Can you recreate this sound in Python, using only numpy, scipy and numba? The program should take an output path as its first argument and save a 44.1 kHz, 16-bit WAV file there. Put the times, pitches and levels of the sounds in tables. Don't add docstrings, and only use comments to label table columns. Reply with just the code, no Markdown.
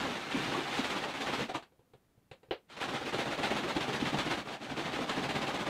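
import sys
import numpy as np
from scipy import signal
from scipy.fft import rfft, irfft, next_fast_len
from scipy.io import wavfile
from scipy.ndimage import map_coordinates
from numba import njit

SR = 44100
rng = np.random.default_rng(int(sys.argv[2]) if len(sys.argv) > 2 else 0)


def bounce(signal):
    frames = np.transpose(np.atleast_2d(signal))
    limited = np.clip(frames, -1, 1)
    pcm = np.round(limited * 32767).astype(np.int16)
    wavfile.write(sys.argv[1], SR, pcm)


N = 250929

CHURN_HZ, GURGLE_HZ, SPRAY_HZ = 289, 692, 1940


def from_db(db):
    return 10 ** (np.asarray(db) / 20)


def rms_one(x):
    return x / np.sqrt(np.mean(x ** 2) + 1e-20)


def butter(x, order, hz, kind="low"):
    return signal.sosfilt(signal.butter(order, hz, kind, fs=SR, output="sos"), x)


def add(out, at_s, sound):
    start = max(round(at_s * SR), 0)
    out[start:start + len(sound)] += sound[:max(len(out) - start, 0)]


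def colour(x, spectrum, air_db=0, air_hz=792.8, air_width_hz=48.1):
    size = 2 * next_fast_len(N // 2 + 4096)
    hz = np.maximum(np.arange(size // 2 + 1) * SR / size, 1)
    points_hz, points_db = np.transpose(spectrum)
    db = np.interp(np.log(hz), np.log(points_hz), points_db)
    db = db + air_db / (1 + (2 * (hz - air_hz) / air_width_hz) ** 2)
    cepstrum = irfft(np.log(rms_one(from_db(db))))[:size // 2]
    cepstrum[1:] *= 2
    response = np.exp(rfft(cepstrum, size))
    return irfft(rfft(x, size) * response)[:N]


def ring(hz, t60_s, attack_s, rise=0):
    t = np.arange(int(t60_s * SR) + 1) / SR
    tone = np.sin(2 * np.pi * hz * t * (1 + rise * t / t60_s / 2))
    return tone * from_db(-60 * t / t60_s) * (1 - np.exp(-t / attack_s))


def splashes(slop_churn_db=-6.5, return_length=0.77, return_gurgle=1, return_churn=2.95):
    # first_throw_s, end_s, period_s, return_delay_periods, length_s, return_dullness_db
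    shaking = [(0.008, .76, 0.1044, 0.504, 0.0845, 2), (.785, 1.45, 0.1226, 0.508, 0.0627, -1),
               (2.821, 4.42, .1244, 0.5627, 0.05724, 2.5), (4.63, 5.2, 0.1558, 0.4845, 0.077, 1.5),
               (5.233, 5.72, 0.124, 0.536, 0.0529, -0.5)]
    # time_s, spray_db (before dullness)
    effort = [(0, -34.5), (.29, -41), (.34, -32.5), (.45, -35), (.56, -34.5), (.64, -37.5), (.79, -31),
              (.92, -31.5), (1.04, -35.5), (1.11, -37.5), (1.22, -32.5), (1.36, -32), (2.82, -34),
              (2.95, -34.5), (3.03, -38.5), (3.13, -31.5), (3.35, -35), (3.47, -30), (3.65, -34.5),
              (3.8, -33), (4.32, -32), (4.63, -41.5), (4.79, -35), (5.02, -35.5), (5.33, -32), (5.69, -34)]
    # time_s, gurgle_db, churn_db
    folding = [(0, 5, 3), (.3, -0.5, -6), (.38, -13, 3.5), (.55, 6.5, -2.5), (.7, -5, -9), (1.0, 3, -7),
               (1.4, -0.5, -1), (2.82, 5, -5), (3.15, 4.5, -3), (3.55, 3, 0.5), (4.3, 1, 1), (5.0, 3.5, 2),
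               (5.69, 3, 1)]
    # crest_s, length_s, spray_db, gurgle_db (relative to spray)
    slops = [(1.450, 0.049, -57.5, -1.5), (1.496, 0.0313, -40, 9.5), (1.551, 0.0308, -34.5, 7),
             (1.631, 0.0118, -53.5, -4.5), (2.724, 0.074, -47.5, -20.5), (2.774, 0.027, -41.5, 5),
             (4.479, .087, -40.5, 6), (4.529, 0.045, -39, 2.5)]

    rows = [(*slop, slop_churn_db) for slop in slops]
    effort_s, sprays_db = np.transpose(effort)
    fold_s, gurgles_db, churns_db = np.transpose(folding)
    for first_s, end_s, period_s, delay, length_s, dull_db in shaking:
        throws_s = np.arange(first_s, end_s, period_s)
        returns_s = np.arange(first_s + delay * period_s, end_s, period_s)
        strokes = [(s, length_s, -dull_db / 2) for s in throws_s]
        strokes += [(s, length_s * return_length, dull_db / 2) for s in returns_s]
        for s, span_s, dull in strokes:
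            spray_db = np.interp(s, effort_s, sprays_db) - dull
            gurgle_db = np.interp(s, fold_s, gurgles_db) + return_gurgle * dull
            churn_db = np.interp(s, fold_s, churns_db) + return_churn * dull
            rows.append((s, span_s, spray_db, gurgle_db, churn_db))
    return rows


def surge(rise=2.954, fall=1.247):
    t = np.arange(0, N, 32) / SR
    power = np.zeros((3, len(t)))
    for crest_s, length_s, spray_db, gurgle_db, churn_db in splashes():
        age = (t - crest_s) / length_s
        swell = np.exp(-(age * np.where(age < 0, rise, fall)) ** 2)
        parts_db = spray_db + np.array([churn_db, gurgle_db, 0])
        power += np.outer(from_db(parts_db), swell) ** 2
    return np.array([np.interp(np.arange(N) / SR, t, np.sqrt(p)) for p in power])


@njit
def ring_swarm(start, step, height, life, rise, size):
    out = np.zeros(size)
    for k in range(len(start)):
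        for i in range(min(int(5 * life[k]), size - start[k])):
            age = i / life[k]
            out[start[k] + i] += height[k] * np.exp(-age) * np.sin(step[k] * i * (1 + rise * age))
    return out


def bubbles(strength, cycles=1.304, cycles_growth=0.405, spread_db=4.0, rise=0.0248, count=30000):
    draw = rng.random((count, 3))
    start = (draw[:, 0] * N).astype(np.int64)
    hz = np.square(10 + 70 * draw[:, 1])
    life_cycles = cycles * (hz / GURGLE_HZ) ** cycles_growth * 2 ** (2 * draw[:, 2] - 1)
    life = life_cycles * SR / hz
    part = np.interp(np.log(hz), np.log([CHURN_HZ, GURGLE_HZ, SPRAY_HZ]), np.arange(3))
    size = rms_one(from_db(spread_db * np.clip(rng.standard_normal(count), -2.2, 2.2)))
    energy = np.sqrt(hz) / np.mean(np.sqrt(hz)) * N / count * np.ptp(hz) / (SR / 2)
    height = 2 * size * np.sqrt(energy / life) * map_coordinates(strength, [part, start], order=1)
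    height *= rng.choice([-1, 1], count)
    return ring_swarm(start, 2 * np.pi * hz / SR, height, life, rise, N)


def spray(strength, drops_per_s=1200, spread_db=6.0, drops_db=-5.0, drops_top_hz=7000,
          rush_db=-4.5, churn_db=-5.5):
    size = from_db(spread_db * np.clip(rng.standard_normal(N), -2.2, 2.2)) * rng.choice([-1, 1], N)
    drops = rms_one(size * (rng.random(N) < drops_per_s / SR))
    drops = butter(drops, 2, drops_top_hz)
    rush = from_db(rush_db) * rng.standard_normal(N)
    top = (from_db(drops_db) * drops + rush) * strength[-1]
    low = from_db(churn_db) * rng.standard_normal(N) * strength[0]
    return butter(top, 2, 900, "high") + butter(low, 2, 170)


def splashing_liquid(strength):
    # freq_hz, density_db_per_hz
    through_bottle = [(25, -22.5), (60, -11), (105, -10.5), (136, -0.5), (170, -4), (270, 1), (450, -4.5),
                      (1000, -9), (2000, -11.5), (3700, -14.5), (5200, -24.5), (7800, -27), (11500, -36.5),
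                      (15500, -47)]
    return colour(from_db(-2.5) * bubbles(strength) + spray(strength), through_bottle, air_db=6.5)


def foam(strength, settle_s=0.059, level_db=-27.0):
    # freq_hz, density_db_per_hz
    fizz = [(500, -7), (3000, 4), (8000, -18.5), (15000, -10.5)]
    keep = np.exp(-1 / (settle_s * SR))
    froth = signal.lfilter([1 - keep], [1, -keep], strength[-1])
    return from_db(level_db) * np.sqrt(froth * strength[-1]) * colour(rng.standard_normal(N), fizz)


def gulps(attack_s=0.00364, rise=0.2):
    # start_s, pitch_hz (at onset), level_db
    # (before attack), t60_s
    gulp_rows = [(.343, 258.3, -19, 0.112), (0.404, 287.5, -19.5, 0.025), (.545, 1076, -18.5, 0.0328),
                 (.577, 332, -19, 0.0625), (.790, 254.6, -15.5, 0.049), (1.037, 835, -17.5, 0.0286),
                 (1.494, 732.3, -29.5, 0.122), (1.553, 303, -27, 0.055), (3.147, 325, -19.5, 0.034),
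                 (3.433, 787.4, -16, 0.0396), (3.507, 237.4, -20, 0.0434), (3.523, 366, -20, 0.0267),
                 (3.554, 258, -15.5, 0.039), (3.643, 335.4, -19.5, 0.051), (3.765, 314, -14, 0.0307),
                 (3.907, 403, -23.5, 0.051), (4.024, 252.2, -9.5, 0.0276), (4.144, 768, -9, 0.0147),
                 (4.27, 274, -17, 0.0433), (4.715, 253.2, -23.5, 0.055)]
    out = np.zeros(N)
    for start_s, pitch_hz, level_db, t60_s in gulp_rows:
        add(out, start_s, from_db(level_db) * ring(pitch_hz, t60_s, attack_s, rise))
    return out


def blows(softening=0.53):
    # start_s, thud_db, ring_db
    bumps = [(1.720, -66.5, -50), (1.792, -50.5, -49), (1.872, -73.5, -63), (1.935, -52.5, -42),
             (1.951, -48, -52.5), (2.176, -49, -55), (2.313, -39.5, -33), (2.431, -58, -42),
             (2.485, -49, -48.5)]
    # start_s, ring_db, crack_db
    slaps = [(1.039, -38, -31), (1.493, -49.5, -35.5), (1.625, -59, -46.5), (2.699, -68.5, -45.5),
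             (2.814, -48.5, -31.5), (3.432, -43.5, -26.5), (3.765, -42.5, -27), (3.899, -21.5, -49.5),
             (4.142, -42.5, -34.5), (4.187, -32.5, -24), (4.631, -44.5, -41), (4.988, -19.5, -36),
             (5.094, -35, -27.5), (5.237, -37, -31.5)]
    rows = [(2.509, -56, -15.5, -23, -71)]
    hardest_db = max(ring_db for _, _, ring_db in bumps)
    for start_s, thud_db, ring_db in bumps:
        bright_db = ring_db - softening * (hardest_db - ring_db)
        rows.append((start_s, thud_db, ring_db, bright_db - 10, bright_db - 14.5))
    for start_s, ring_db, crack_db in slaps:
        rows.append((start_s, crack_db - 32.5, ring_db, crack_db, crack_db - 5))
    return rows


def knocks(thud_hz=125, thud_t60_s=0.0524, thud_attack_s=0.00172, crack_t60_s=0.0126,
           crinkle_db=-15.0, crinkle_end_s=0.0308, tick_t60_s=0.085, contact_s=0.00113):
    # freq_hz, level_db (relative to ring), t60_s
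    wall = [(328.8, -12.5, 0.0437), (452.5, -4, 0.0277), (524.67, -16.5, 0.142), (765.7, -17.5, 0.0545),
            (966, -23, 0.056), (2290, -31.5, 0.092), (3164, -29, 0.0165)]
    # freq_hz, density_db_per_hz
    crinkle_spectrum = [(150, -8), (260, -22), (330, -10), (480, -6.5), (680, 2.5), (950, -1.5),
                        (1400, -3.5), (3200, -5.5), (4400, -14.5), (5800, -29.5), (9000, -44),
                        (15000, -41.5)]
    # freq_hz, density_db_per_hz
    tick_spectrum = [(100, -3), (350, 6.5), (1000, 2.5), (2400, -3.5), (4200, -3.5), (5500, -20),
                     (8000, -15.5), (15000, -48.5)]

    body, crinkles, ticks = np.zeros((3, N))
    t = np.arange(SR // 5) / SR
    crinkle = from_db(-60 * t / crack_t60_s)
    crinkle += from_db(crinkle_db) * np.exp(-np.square(t / crinkle_end_s))
    crinkle *= 1 - np.exp(-t / contact_s)
    for start_s, thud_db, ring_db, crack_db, tick_db in blows():
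        add(body, start_s, from_db(thud_db) * ring(thud_hz, thud_t60_s, thud_attack_s))
        for k, (hz, mode_db, t60_s) in enumerate(wall):
            add(body, start_s, (-1) ** k * from_db(ring_db + mode_db) * ring(hz, t60_s, contact_s))
        add(crinkles, start_s, from_db(crack_db) * crinkle * rng.standard_normal(len(t)))
        add(ticks, start_s, from_db(tick_db - 60 * t / tick_t60_s) * rng.standard_normal(len(t)))
    return body + colour(crinkles, crinkle_spectrum) + colour(ticks, tick_spectrum)


def kitchen(x, wet_db=-4.0, t60_s=0.1443, first_echo_s=.002, lowest_hz=250, size=512):
    t = np.arange(SR // 6) / SR
    decay = from_db(-60 * t / t60_s) * (t > first_echo_s)
    window = np.sin(np.pi / 2 * np.sin(np.pi * np.arange(size) / size) ** 2)
    echo_source = butter(x, 2, lowest_hz, "high")
    padded, echoes = np.pad(echo_source, size), np.zeros(N + 2 * size)
    for start in range(0, N + size, size // 2):
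        response = decay * rng.standard_normal(len(t)) / np.linalg.norm(decay)
        grain = padded[start:start + size] * window
        add(echoes, start / SR, signal.fftconvolve(grain, response))
    return (x + from_db(wet_db) * echoes[size:-size]) / np.hypot(1, from_db(wet_db))


def room_tone(level_db=-72):
    # freq_hz, density_db_per_hz
    background = [(25, -4), (60, 4), (120, 3.5), (200, 3.5), (350, -0.5), (600, -5), (1000, -10),
                  (3500, -19), (6000, -22), (15000, -23.5)]
    return from_db(level_db) * colour(rng.standard_normal(N), background)


def scene():
    strength = surge()
    bottle = splashing_liquid(strength) + foam(strength) + gulps() + knocks()
    return (kitchen(bottle) + room_tone())[None]


def record(dry):
    cutoff_hz = 15600
    return signal.sosfilt(signal.ellip(12, .1, 80, cutoff_hz, fs=SR, output="sos"), dry)


dry = scene()
out = record(dry)
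bounce(out)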